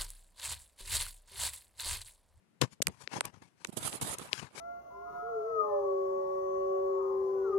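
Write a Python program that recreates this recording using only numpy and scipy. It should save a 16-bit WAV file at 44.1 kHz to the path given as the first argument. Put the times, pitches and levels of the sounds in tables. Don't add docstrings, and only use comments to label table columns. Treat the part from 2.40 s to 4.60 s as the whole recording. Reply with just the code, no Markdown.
import sys
import numpy as np
from scipy import signal
from scipy.fft import rfft, irfft, next_fast_len
from scipy.io import wavfile
from scipy.ndimage import uniform_filter1d, map_coordinates

SR = 44100
rng = np.random.default_rng(int(sys.argv[2]) if len(sys.argv) > 2 else 0)


def output_pcm(signal):
    pcm = np.clip(np.atleast_2d(signal).T, -1, 1) * 32767
    wavfile.write(sys.argv[1], SR, np.round(pcm).astype(np.int16))


N = 97020


def amp(db):
    return 10 ** (np.asarray(db) / 20)


def unit(x):
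    return x / np.sqrt(np.mean(x ** 2) + 1e-20)


def colour(points, hz):
    f, db = np.transpose(points)
    return amp(np.interp(np.log(hz + 1), np.log(f), db))


def filtered(x, response):
    padded = next_fast_len(N + SR // 2)
    hz = np.fft.rfftfreq(padded, 1 / SR)
    return irfft(rfft(x, padded) * response(hz), padded)[..., :N]


def wobble(rate):
    knots = rng.standard_normal(N // 4)
    return map_coordinates(knots, [np.arange(N) * rate / SR], mode="wrap")


# (f/Hz, relative level/dB)
LEFT_TONE_COLOUR = [(30, -22.5), (160, 1), (600, -13.5), (2200, -18), (6000, -33)]
RIGHT_TONE_COLOUR = [(30, -12), (200, 5.5), (1300, -21.5), (10000, -18.5), (15000, -26.5)]
LEFT_TONE_DB, RIGHT_TONE_DB = -69.5, -76


def room_tone(spectrum, db):
    noise = rng.standard_normal(N)
    return amp(db) * unit(filtered(noise, lambda hz: colour(spectrum, hz)))


FOLD_DB = 3


def folded(x, size=512):
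    spectrogram = signal.stft(x, nperseg=size)[2]
    field = rng.standard_normal(spectrogram.shape)
    field = uniform_filter1d(field, 3, axis=0)
    field = uniform_filter1d(field, 7, axis=1)
    return signal.istft(spectrogram * amp(FOLD_DB * unit(field)), nperseg=size)[1][:N]


# (t/s at full level, hold/s, rise/s, fall/s, rumble level/dB, scrape level/dB, hiss level/dB)
LEFT_RUBS = [(0.22, 0.0097, 0.0068, 0.025, -20, -28, -37.5), (0.324, 0.012, 0.02, 0.02, -56, -62.5, -57.5),
             (0.484, 0.014, 0.041, 0.021, -37.5, -52.5, -89),
             (0.518, 0.072, 0.041, 0.16, -61, -64.5, -69.0),
             (0.614, 0.0053, 0.025, 0.062, -64, -53.5, -52.5),
             (0.732, 0.043, 0.029, 0.039, -43, -38, -46.5),
             (0.854, 0.0033, 0.028, 0.043, -41, -40.5, -51.5), (0.937, 0.04, 0.023, 0.064, -54, -61.5, -71),
             (1.023, 0.0057, 0.0092, 0.092, -51.5, -58.5, -64), (1.214, 0.045, 0.058, 0.066, -63, -62, -64),
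             (1.369, 0.0088, 0.003, 0.012, -53, -45, -59), (1.441, 0.017, 0.11, 0.1, -42.5, -42.5, -55),
             (1.527, 0.021, 0.0083, 0.2, -52.5, -45, -66), (1.615, 0.005, 0.0035, 0.088, -38.5, -40, -47.5),
             (1.669, 0.087, 0.031, 0.015, -49, -47.5, -57), (1.784, 0.079, 0.041, 0.11, -56.5, -49.5, -65),
             (1.927, 0.064, 0.012, 0.077, -49.5, -45.0, -45),
             (2.018, 0.031, 0.0082, 0.07, -49.5, -46.5, -65.0),
             (2.16, 0.048, 0.014, 0.05, -61.5, -45.5, -47.5)]
RIGHT_RUBS = [(0.214, 0.0086, 0.005, 0.026, -46.5, -49, -50),
              (0.484, 0.0041, 0.015, 0.022, -38.5, -55, -79), (0.741, 0.051, 0.028, 0.064, -44, -74, -90),
              (1.022, 0.001, 0.01, 0.017, -49.5, -71.5, -68.5),
              (1.298, 0.0041, 0.04, 0.0051, -49.5, -62, -54),
              (1.326, 0.015, 0.003, 0.0062, -41, -54.5, -50),
              (1.37, 0.0034, 0.0044, 0.028, -29, -46, -30.5), (1.453, 0.016, 0.061, 0.078, -46.5, -42, -31),
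              (1.529, 0.042, 0.01, 0.016, -45.5, -53.5, -40),
              (1.613, 0.011, 0.0014, 0.062, -42.5, -47, -32), (1.675, 0.068, 0.055, 0.016, -49, -45, -37),
              (1.797, 0.044, 0.028, 0.099, -54.5, -49.5, -49.5),
              (2.141, 0.0037, 0.049, 0.088, -57, -54.5, -63.5)]
# (f/Hz, relative level/dB)
LEFT_RUB_COLOUR = [(30, -42), (60, 1), (140, 8.5), (220, -1.5), (400, -6), (650, -7.5), (950, 0.5),
                   (1400, -6.5), (2400, -9), (3700, -17.5), (5200, -14.5), (7300, -18), (9700, -18.5),
                   (13000, -29), (15000, -33)]
RIGHT_RUB_COLOUR = [(30, -16.5), (70, -14.5), (130, -8.5), (240, -4.5), (450, -5), (750, -1.5),
                    (1400, -4.5), (2100, -13), (3500, -13), (5400, -21.5), (7500, -11.5), (10000, -8.5),
                    (11500, -16.5), (13400, -11), (15000, -36.5)]
# one value each for rumble, scrape and hiss [depth/dB]
JUDDER_DEPTH_DB = [5, 3, 1.47]
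JUDDER_PER_S = 130
RUMBLE_TOP_HZ, HISS_FROM_HZ = 324, 3900
GRAIN_PER_S, GRAIN_DB = 900, 1.5
CRACKLE_PER_S, CRACKLE_SIZE = 280, 2.45


def below(hz, edge):
    return 1 / np.sqrt(1 + (hz / edge) ** 6)


def above(hz, edge):
    return np.sqrt(1 - below(hz, edge) ** 2)


def rubs(strokes, spectrum):
    t = np.arange(N) / SR
    slips = unit(rng.standard_normal(N) * amp(GRAIN_DB * wobble(GRAIN_PER_S)))
    crackle = (rng.random(N) < CRACKLE_PER_S / SR) * rng.standard_normal(N) * CRACKLE_SIZE
    friction = folded(slips) + crackle
    drag = wobble(JUDDER_PER_S)

    power = np.zeros((3, N))
    for start, hold, rise, fall, *levels_db in strokes:
        swell = np.maximum(start - t, 0) / rise
        slide_off = np.maximum(t - start - hold, 0) / fall
        shape_db = -20 * (swell + slide_off)
        power += np.outer(amp(levels_db), amp(shape_db)) ** 2

    bands = [lambda hz: below(hz, RUMBLE_TOP_HZ),
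             lambda hz: above(hz, RUMBLE_TOP_HZ) * below(hz, HISS_FROM_HZ),
             lambda hz: above(hz, HISS_FROM_HZ)]
    out = np.zeros(N)
    for band_power, band, depth_db in zip(power, bands, JUDDER_DEPTH_DB):
        juddering = friction * amp(depth_db * drag)
        texture = unit(filtered(juddering, lambda hz: band(hz) * colour(spectrum, hz)))
        out += np.sqrt(band_power) * texture
    return out


LAG_S_PER_HZ = 7e-8


def click(centre_hz, octaves, size=8192):
    hz = np.fft.rfftfreq(size, 1 / SR)
    gain = np.exp(-.5 * (np.log2((hz + 1) / centre_hz) / octaves) ** 2) + .0001
    cepstrum = irfft(np.log(gain))
    cepstrum[1:size // 2] *= 2
    cepstrum[size // 2 + 1:] = 0
    lag_phase = np.pi * LAG_S_PER_HZ * hz ** 2
    wave = irfft(np.exp(rfft(cepstrum) - 1j * lag_phase))
    wave = wave * np.cos(np.pi / 2 * np.arange(size) / size) ** 2
    return wave / np.linalg.norm(wave)


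# (t/s, port 0 left 1 right, level/dB over 1 ms, centre f/Hz, width/octaves,
# crumple decay/s, push of air level/dB relative to the crack)
SNAPS = [ (.2147, 0, -17.5, 3800, 0.94, 0.00042, 1.5), (0.2141, 0, -14, 197, 0.55, .0001, -16),
         (0.2173, 0, -14, 3520, 0.87, 0.00022, -13), (0.4036, 0, -29.5, 170, 1.11, 0.00012, -9.5),
         (0.4189, 0, -20.5, 3020, .68, 0.000088, -10.5), (0.4223, 1, -15.5, 7350, 1.45, 0.00036, -15),
         (.4238, 0, -15, 5900, 3.9, 0.0012, -18), (0.4695, 1, -15, 5300, 1.4, 0.00042, -36),
         (0.4711, 0, -18.5, 1670, 0.71, 0.0006, -15.5), (0.4817, 1, -32.5, 9000, 1, 0.0015, 5),
         (0.4829, 1, -28.5, 500, 1.4, 0.00044, -39), (0.6752, 0, -25, 2230, 0.57, 0.00014, -12),
         (.7590, 0, -26.5, 895, 0.15, 0.0038, -8), (0.8078, 1, -18.5, 3350, 1.18, 0.00015, -15),
         (.8095, 0, -19.5, 1180, 0.93, 0.000055, -11), (0.8529, 1, -27.5, 7200, 1.6, 0.0015, -23),
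         (0.8546, 0, -26, 8200, 1.25, 0.00026, -16), (0.969, 0, -40.5, 123, 0.55, 0.00022, -12),
         (1.247, 1, -24.5, 3920, 0.92, 0.0006, -22), (1.2496, 0, -27, 1500, 0.85, 0.00033, -11),
         (1.271, 1, -37, 8140, 1, 0.0021, -29), (1.5285, 0, -31.5, 2960, 0.8, 0.00039, -18),
         (1.6132, 1, -29, 8700, 0.48, .0008, -8.5), (1.6208, 0, -35.5, 8000, 0.62, 0.00039, 1.5),
         (1.6210, 0, -24, 128, 0.47, .0005, -35), (1.7845, 0, -32, 7100, 1.5, 0.00083, -12),
         (1.7847, 1, -30.5, 8300, 0.63, 0.0019, -25), (1.9306, 0, -13.5, 2790, .62, 0.00021, -17.5), ]
# (f/Hz, width/Hz, ring level/dB relative to the direct sound)
CAVITIES = [(7500, 500, -1.5), (8150, 74, 1.5)]
PUSH_HZ, PUSH_OCTAVES = 410, 0.52
CRUMPLE = 0.9


def cavity(hz):
    return np.array([1 + amp(db) * 1j * hz * width / (centre ** 2 - hz ** 2 + 1j * hz * width)
                     for centre, width, db in CAVITIES])


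def snaps(size=8192):
    out = np.zeros((2, N + size))
    t = np.arange(size) / SR
    for start, port, db, centre_hz, octaves, crumple_s, push_db in SNAPS:
        cracks = CRUMPLE * rng.standard_normal(size) * np.exp(-t / crumple_s)
        cracks[0] = 1
        crack = signal.fftconvolve(cracks, click(centre_hz, octaves))[:size]
        push = amp(push_db) * click(PUSH_HZ, PUSH_OCTAVES)
        wave = crack / np.linalg.norm(crack) + push
        first = round(start * SR)
        out[round(port), first:first + size] += amp(db) * np.sqrt(SR / 1000) * wave
    return filtered(out[:, :N], cavity)


# (f/Hz, level/dB)
ACROSS_COLOUR = [(100, -28), (300, -28.5), (600, -10), (1500, -26.5), (5000, -26.5), (9000, -22)]
ACROSS_S = 0.0002884


def across(near):
    return filtered(near[::-1], lambda hz: colour(ACROSS_COLOUR, hz) * np.exp(-2j * np.pi * hz * ACROSS_S))


ROOM_DB, ROOM_T60_S = -36, 0.62


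def room(near):
    t = np.arange(SR // 2) / SR
    tail = rng.standard_normal((2, len(t))) * amp(-60 * t / ROOM_T60_S)
    tail = tail / np.linalg.norm(tail[0])
    mono = near.mean(axis=0)[None]
    return amp(ROOM_DB) * signal.fftconvolve(mono, tail, axes=1)[:, :N]


def scene():
    tone = np.array([room_tone(LEFT_TONE_COLOUR, LEFT_TONE_DB), room_tone(RIGHT_TONE_COLOUR, RIGHT_TONE_DB)])
    rubbing = np.array([rubs(LEFT_RUBS, LEFT_RUB_COLOUR), rubs(RIGHT_RUBS, RIGHT_RUB_COLOUR)])
    near = rubbing + snaps()
    return near + across(near) + room(near) + tone


OVERLOAD = .5
LOW_CUT_HZ, MIC_ROLLOFF_HZ = 45, 11950
TOP_HZ, TOP_SLOPE_HZ = 16600, 1500


def record(dry):
    held = dry / (1 + (dry / OVERLOAD) ** 4) ** .25

    def microphone(hz):
        band_limit = np.clip((TOP_HZ - hz) / TOP_SLOPE_HZ, 0, 1)
        rolloff = 1 / np.sqrt(1 + (hz / MIC_ROLLOFF_HZ) ** 20)
        low_cut = (1j * hz / (1j * hz + LOW_CUT_HZ)) ** 2
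        return band_limit * rolloff * low_cut

    return filtered(held, microphone)


dry = scene()
out = record(dry)
output_pcm(out)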